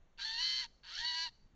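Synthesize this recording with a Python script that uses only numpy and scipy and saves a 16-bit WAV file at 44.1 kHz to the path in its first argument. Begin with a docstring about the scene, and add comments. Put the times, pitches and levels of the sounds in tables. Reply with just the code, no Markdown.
"""A jay scolds twice in a quiet forest, heard in mono.
Each screech starts as a dry rattle and swells into two voices, one from each side of the syrinx,
whose sum and difference tones crowd into the throat's resonances over a noisy rasp.
The trees give a faint echo; air rumbles softly at the microphone."""
import sys
import numpy as np
from scipy import signal
from scipy.fft import rfft, irfft, next_fast_len
from scipy.io import wavfile
from scipy.ndimage import uniform_filter1d, map_coordinates

SR = 44100
rng = np.random.default_rng(int(sys.argv[2]) if len(sys.argv) > 2 else 0)


def transcribe(u):
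    """Save the signal u as a 16-bit wav file named by the first command-line argument.

    u: samples, shape (n,) or (channels, n), limited to [-1, 1]; the rate is SR.
    q: integer samples, one column per channel.
    """
    v = np.clip(np.atleast_2d(u).T, -1, 1)
    q = np.round(v * 32767).astype(np.int16)
    wavfile.write(sys.argv[1], SR, q)


N = 68355

# rasp spectrum: (frequency [Hz], gain [dB])
RASP_SPECTRUM = [(300, -62.5), (600, -31.5), (800, -37), (950, -25), (1130, -36), (1550, -12.5),
                 (1900, -8.5), (2300, -21), (2700, -13), (3150, -1.5), (3450, -6.5), (3680, -10.5),
                 (4050, -3), (4400, 2.5), (4680, -8), (4900, -15.5), (5400, -7.5), (5800, -18.5),
                 (6200, -10), (6550, -19), (6850, -19.5), (7500, -27), (8200, -43.5)]
SHIMMER_DB = 1.16
HOARSE_REF_HZ, HOARSE_RATE_HZ = 5700, 450  # phase scatter: reference pitch, rate of change


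def screech(start_s, end_s, rise_s, lower, ratio, texture, effort, mix_db):
    """One call: both sides of the syrinx sound over a rasp, chopped at first by the rattle."""
    t = np.arange(N) / SR
    low_hz, *harmonic_db = curves(lower)
    low_hz = low_hz * (1 + .003 * wobble(55))
    up_hz = low_hz * curves(ratio)[0]
    jitter_hz, mixed_db, rasp_db, depth = curves(texture)
    effort_db, = curves(effort)
    low_rad = phase(low_hz + 0.38 * jitter_hz * wobble(700))
    up_rad = phase(up_hz + jitter_hz * wobble(700)) + 0.006 * jitter_hz * wobble(700)
    voices = low_rad, up_rad, low_hz, up_hz
    swell = np.clip((t - start_s) / rise_s, 0, 1) ** 2
    voice = swell * lower_voice(low_rad, low_hz, harmonic_db)
    mixed = mixed_tones(*voices, mix_db)
    puffs = rattle(depth)
    buzz_share = .7 / (1 + (jitter_hz / 14) ** 2)  # hiss turns to buzz as the voices steady
    rasp = np.sqrt(1 - buzz_share) * hiss(low_rad, up_rad, puffs) + np.sqrt(buzz_share) * buzz(*voices)
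    rasp = np.sqrt(1 - depth) * rasp + np.sqrt(depth) * croak(puffs)
    throat = amp(mixed_db) * mixed * puffs + amp(rasp_db) * rasp
    attack_s, release_s = 0.0041, 0.007
    gate = np.clip((t - start_s) / attack_s, 0, 1) * np.clip((end_s - t) / release_s, 0, 1) ** 2
    return gate * (voice * puffs + amp(effort_db - 0.1 * wobble(90)) * throat)


def lower_voice(low_rad, low_hz, harmonic_db):
    """Shimmering harmonics from one side of the syrinx."""
    return sum(amp(db + SHIMMER_DB * wobble(120)) * np.sqrt(2) * np.cos(k * low_rad - lag_rad(k * low_hz))
               for k, db in enumerate(harmonic_db, 1))


def mixed_tones(low_rad, up_rad, low_hz, up_hz, mix_db):
    """Sum and difference tones of the two voices, hoarser with pitch, levelled to running rms 1."""
    # tone orders: (multiple of lower pitch, multiple of upper pitch)
    orders = [(-1, 1), (-2, 2), (3, -1), (0, 1), (-1, 2), (-4, 4), (0, 2), (2, 1), (-1, 3), (1, 2), (-2, 4),
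              (3, 1), (0, 3), (2, 2), (4, 1), (6, 0), (3, 2), (5, 1), (7, 0), (6, 1)]
    # throat and beak response: (frequency [Hz], gain [dB])
    throat = [(300, -60), (620, -32), (950, -12), (1150, -29.5), (1550, -8.5), (1900, -8.5), (2300, -15),
              (2800, -13), (3150, -1), (3650, -18.5), (4050, 5.5), (4400, 6.5), (4650, -4), (4900, -32),
              (5400, -5), (6200, -14.5), (6700, -23.5), (7500, -28), (8200, -63.5)]
    tones = 0
    for (n, m), db in zip(orders, mix_db):
        hz = np.abs(n * low_hz + m * up_hz)
        scatter_rad = .5 * (hz / HOARSE_REF_HZ) ** 4 * wobble(HOARSE_RATE_HZ)
        gain = amp(db + along(throat, hz) + SHIMMER_DB * wobble(150))
        tones = tones + gain * np.cos(n * low_rad + m * up_rad - lag_rad(hz) + scatter_rad)
    return tones / np.sqrt(np.abs(uniform_filter1d(tones ** 2, size=900)) + 1e-9)


def rattle(depth, rate_hz=181.4):
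    """Uneven train of sharp, dying puffs that chops the air flow."""
    cycle = phase(rate_hz * (1 + 0.078 * wobble(rate_hz))) / (2 * np.pi) % 1
    return np.sqrt(1 - depth + depth * unit(np.exp(-1.9 * cycle)) ** 2)


def croak(puffs):
    """Noisy puffs ring the throat's resonances."""
    # resonances: (centre [Hz], width [Hz], gain [dB])
    modes = [(933, 28, -3.5), (1545, 190, -3), (2900, 630, -5.5), (4520, 280, -1.5)]

    def response(hz):
        return sum((-1) ** k * amp(db) * 1j * hz * width / (centre ** 2 - hz ** 2 + 1j * hz * width)
                   for k, (centre, width, db) in enumerate(modes))
    return unit(filtered(puffs * rng.standard_normal(N), response))


def hiss(low_rad, up_rad, puffs):
    """Flow noise chopped by the puffs, the lower voice and the beat of both voices."""
    beat = 1 + 0.55 * np.cos(2 * up_rad - 3 * low_rad)
    flow = puffs * (1 + 0.41 * np.cos(low_rad)) * beat * rng.standard_normal(N)
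    return unit(filtered(flow, lambda hz: amp(along(RASP_SPECTRUM, hz)) * np.exp(-1j * lag_rad(hz))))


def buzz(low_rad, up_rad, low_hz, up_hz):
    """Dense comb of high-order tones that the two voices make together."""
    orders = [(n, m) for m in range(-3, 5) for n in range(-6, 13) if 1 < n + 1.63 * m < 7.6]
    comb = 0
    for n, m in orders:
        hz = np.abs(n * low_hz + m * up_hz)
        scatter_rad = .8 * hz / HOARSE_REF_HZ * wobble(HOARSE_RATE_HZ) + 2 * np.pi * rng.random()
        comb = comb + amp(along(RASP_SPECTRUM, hz)) * np.cos(n * low_rad + m * up_rad + scatter_rad)
    return unit(comb)


def lag_rad(hz):
    """The throat delays high tones more than low ones."""
    return (hz / 1308) ** 2


def tree_echo(x, decay):
    """Diffuse echo from the trees, each frequency dying at its own rate."""
    hz, t, spectra = signal.stft(rng.standard_normal(SR), SR, nperseg=256)
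    t60_s = along(decay, hz)[:, None]
    tail = signal.istft(spectra * amp(-60 * t / t60_s), SR, nperseg=256)[1]
    return signal.fftconvolve(x, tail / np.linalg.norm(tail))[:N]


def background():
    """Faint forest hiss and a low, uneven rumble of air."""
    # hiss and rumble spectra: (frequency [Hz], gain [dB])
    air = [(88, -31.5), (150, -8), (317, -9.5), (465, -10), (1940, -18.5), (4110, -25), (4930, -30),
           (6770, -26.5), (7990, -44), (10400, -70.5), (17600, -120)]
    rumble = [(8.8, -42.5), (15, 12), (34, -0.5), (145, -13.5), (222, -16.5), (308, -28), (400, -30.5),
              (520, -53.5), (880, -120)]
    # rumble envelope: (time [s], level [dB])
    rumble_level = [(0.0, -62), (0.11, -68), (0.55, -62), (0.65, -63.5), (0.966, -68.5), (1.0, -55),
                    (1.036, -65.5), (1.334, -67), (1.462, -59), (1.506, -70), (1.55, -54.5)]
    return amp(-77.5) * noise(air) + amp(curves(rumble_level)[0]) * noise(rumble)


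def amp(db):
    """Decibels to gain."""
    return 10 ** (np.asarray(db) / 20)


def unit(x):
    """Scale to rms 1."""
    return x / np.sqrt(np.mean(x ** 2) + 1e-20)


def along(points, hz):
    """Interpolate (frequency [Hz], value) points on a log axis."""
    knots_hz, values = np.transpose(points)
    return np.interp(np.log(hz + 1), np.log(knots_hz + 1), values)


def curves(rows):
    """One value per sample for each column after the time."""
    times_s, *columns = np.transpose(rows)
    return [np.interp(np.arange(N) / SR, times_s, column) for column in columns]


def wobble(rate_hz):
    """Smooth random curve, rate_hz knots a second."""
    return map_coordinates(rng.standard_normal(N), [np.arange(N) * rate_hz / SR], mode="wrap")


def filtered(x, response):
    """Apply a frequency response."""
    size = next_fast_len(N + SR // 2)
    return irfft(rfft(x, size) * response(np.fft.rfftfreq(size, 1 / SR)), size)[..., :N]


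def noise(spectrum):
    """Coloured noise of rms 1."""
    return unit(filtered(rng.standard_normal(N), lambda hz: amp(along(spectrum, hz))))


def phase(hz):
    """Running phase [rad] from a random start."""
    return 2 * np.pi * (np.cumsum(hz) / SR + rng.random())


def scene():
    """Two screeches, near and far echoes and background, alike in both channels."""
    # calls: (start [s], end [s], rise of lower voice [s])
    calls = [(.173, .671, 0.025), (.83, 1.299, 0.085)]
    # lower voice: (time [s], pitch [Hz], levels of harmonics 1-5 [dB])
    lower_1 = [(0.21, 804.6, -81, -56, -64, -69, -66.5), (0.24, 816.1, -81, -49.5, -78.5, -68, -56.5),
               (0.249, 878.4, -61.5, -49.5, -67.5, -52, -40), (0.301, 893.3, -63, -51, -62, -45.5, -44),
               (0.379, 926.4, -60, -50.5, -50.5, -56, -48), (0.406, 994.3, -53, -51, -41, -42.5, -80),
               (0.477, 1037, -73, -54.5, -44, -40, -52), (0.526, 1025, -64.5, -51, -43, -58, -73),
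               (0.548, 1044, -66.5, -54, -42, -54.5, -65.5), (0.58, 1024, -68, -55, -46.5, -43.5, -60.5),
               (0.61, 1044, -64, -52, -51, -52.5, -54), (0.635, 975.4, -64, -51.5, -63, -54, -68),
               (0.647, 939, -57, -61.5, -58.5, -68, -71.5), (0.66, 926, -66, -72, -70, -73, -79.5)]
    lower_2 = [(0.91, 629.5, -81, -64, -61, -71, -78), (0.97, 766.8, -72, -53.5, -62, -47, -75),
               (0.98, 823.4, -69.5, -49.5, -65.5, -76, -56.5), (1.006, 921, -66, -51.5, -88, -47.5, -68.5),
               (1.037, 951.4, -52, -44.5, -54.5, -57.5, -66.5), (1.081, 987.6, -54.5, -50, -42, -40, -71),
               (1.132, 967.2, -53, -49.5, -47, -49.5, -76.5), (1.16, 975.7, -51.5, -51.5, -43.5, -50, -70),
               (1.21, 976.2, -53.5, -51, -47, -51, -79), (1.24, 994, -55, -56.5, -48, -44, -78.5),
               (1.271, 957.4, -52.5, -55, -48.5, -56.5, -66), (1.291, 933.6, -68.5, -65, -63.5, -72, -72.5)]
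    # upper voice, ending at 5:3 in call 2: (time [s], upper pitch / lower pitch)
    ratio_1 = [(.2, 1.95), (.26, 1.8), (.31, 1.78), (.36, 1.69), (.41, 1.66), (.47, 1.625), (.62, 1.625),
               (.66, 1.66)]
    ratio_2 = [(.9, 2.2), (.97, 1.95), (1.03, 1.7), (1.06, 1.64), (1.14, 1.645), (1.165, 5 / 3),
               (1.29, 5 / 3)]
    # grain: (time [s], jitter [Hz], mixed tones [dB], rasp [dB], rattle depth [0-1])
    texture_1 = [(0.177, 80, -7.5, 12, 1), (0.224, 35, -0.5, -4.5, 0.13), (0.279, 25, -12, -4.5, 0.07),
                 (0.361, 16, -2, -7, 0), (0.422, 15, -2.5, -11, 0), (.48, 12, -3, -6.5, 0),
                 (.53, 5.8, -1, -5.5, 0), (.61, 5.8, 0.5, -3.5, 0.05), (0.652, 64, -19.5, 1, 0.28)]
    texture_2 = [(0.836, 91.6, -19, 4, 1), (0.891, 99, -2.5, 2.5, 0.59), (0.951, 92, 3, -1, 0),
                 (1.019, 43.7, -2.5, 3, 0), (1.057, 14.2, -0.5, -12, 0), (1.15, 15, 3.5, 3, 0),
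                 (1.163, 6.5, 5, -9, 0), (1.248, 6.5, 0.5, -13, 0), (1.286, 79, 1.5, -1.5, 0.47)]
    # effort behind mixed tones and rasp, per call: (time [s], level [dB])
    effort = [
        [(0.178, -71.5), (0.198, -52), (0.226, -41), (0.354, -40), (0.376, -39.5), (0.384, -35.5),
         (0.424, -33.5), (0.608, -40.5), (0.642, -44.5), (0.65, -49), (0.66, -54.5)],
        [(0.833, -66), (0.847, -59), (0.963, -47), (0.973, -49), (0.981, -44.5), (1.035, -46.5), (1.047, -36),
         (1.139, -46), (1.237, -39.5), (1.275, -46.5), (1.292, -58.5)],
    ]
    # mixed tones, per call: (weight of each tone order [dB])
    mix_db = [
        [-3, -4, -6.5, -3, -8, 1.5, -10.5, -21, -5, -0.5, 3, 7, -4.5, -6, -4.5, -0.5, -11, -1.4, -1.5, 2.5],
        [-2, -11.5, -36.5, -1, 0.5, -2.5, -17, 4, -23.5, -9, 4.5, -7, -5.5, -2.5, -9, -3, -9.5, -1.5, -2, -1],
    ]
    # near and far echo decay: (frequency [Hz], t60 [s])
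    trunks = [(500, 0.054), (8000, 0.014)]
    forest = [(500, 0.15), (4000, 0.49), (8000, 1)]
    jay = (screech(*calls[0], lower_1, ratio_1, texture_1, effort[0], mix_db[0])
           + screech(*calls[1], lower_2, ratio_2, texture_2, effort[1], mix_db[1]))
    mono = jay + amp(-19) * tree_echo(jay, trunks) + amp(-24.5) * tree_echo(jay, forest) + background()
    return np.array([mono, mono])


def record(dry):
    """Two narrow notches and a steep treble cut-off."""
    # spectral dips: (centre [Hz], half width [Hz])
    notches = [(2495, 48), (4995, 180)]
    top_hz, taper_hz = 8300, 450

    def response(hz):
        dips = np.prod([(hz - centre) / (hz - centre - 1j * half) for centre, half in notches], axis=0)
        return dips * np.clip((top_hz - hz) / taper_hz, 0, 1)
    return filtered(dry, response)


dry = scene()
out = record(dry)
transcribe(out)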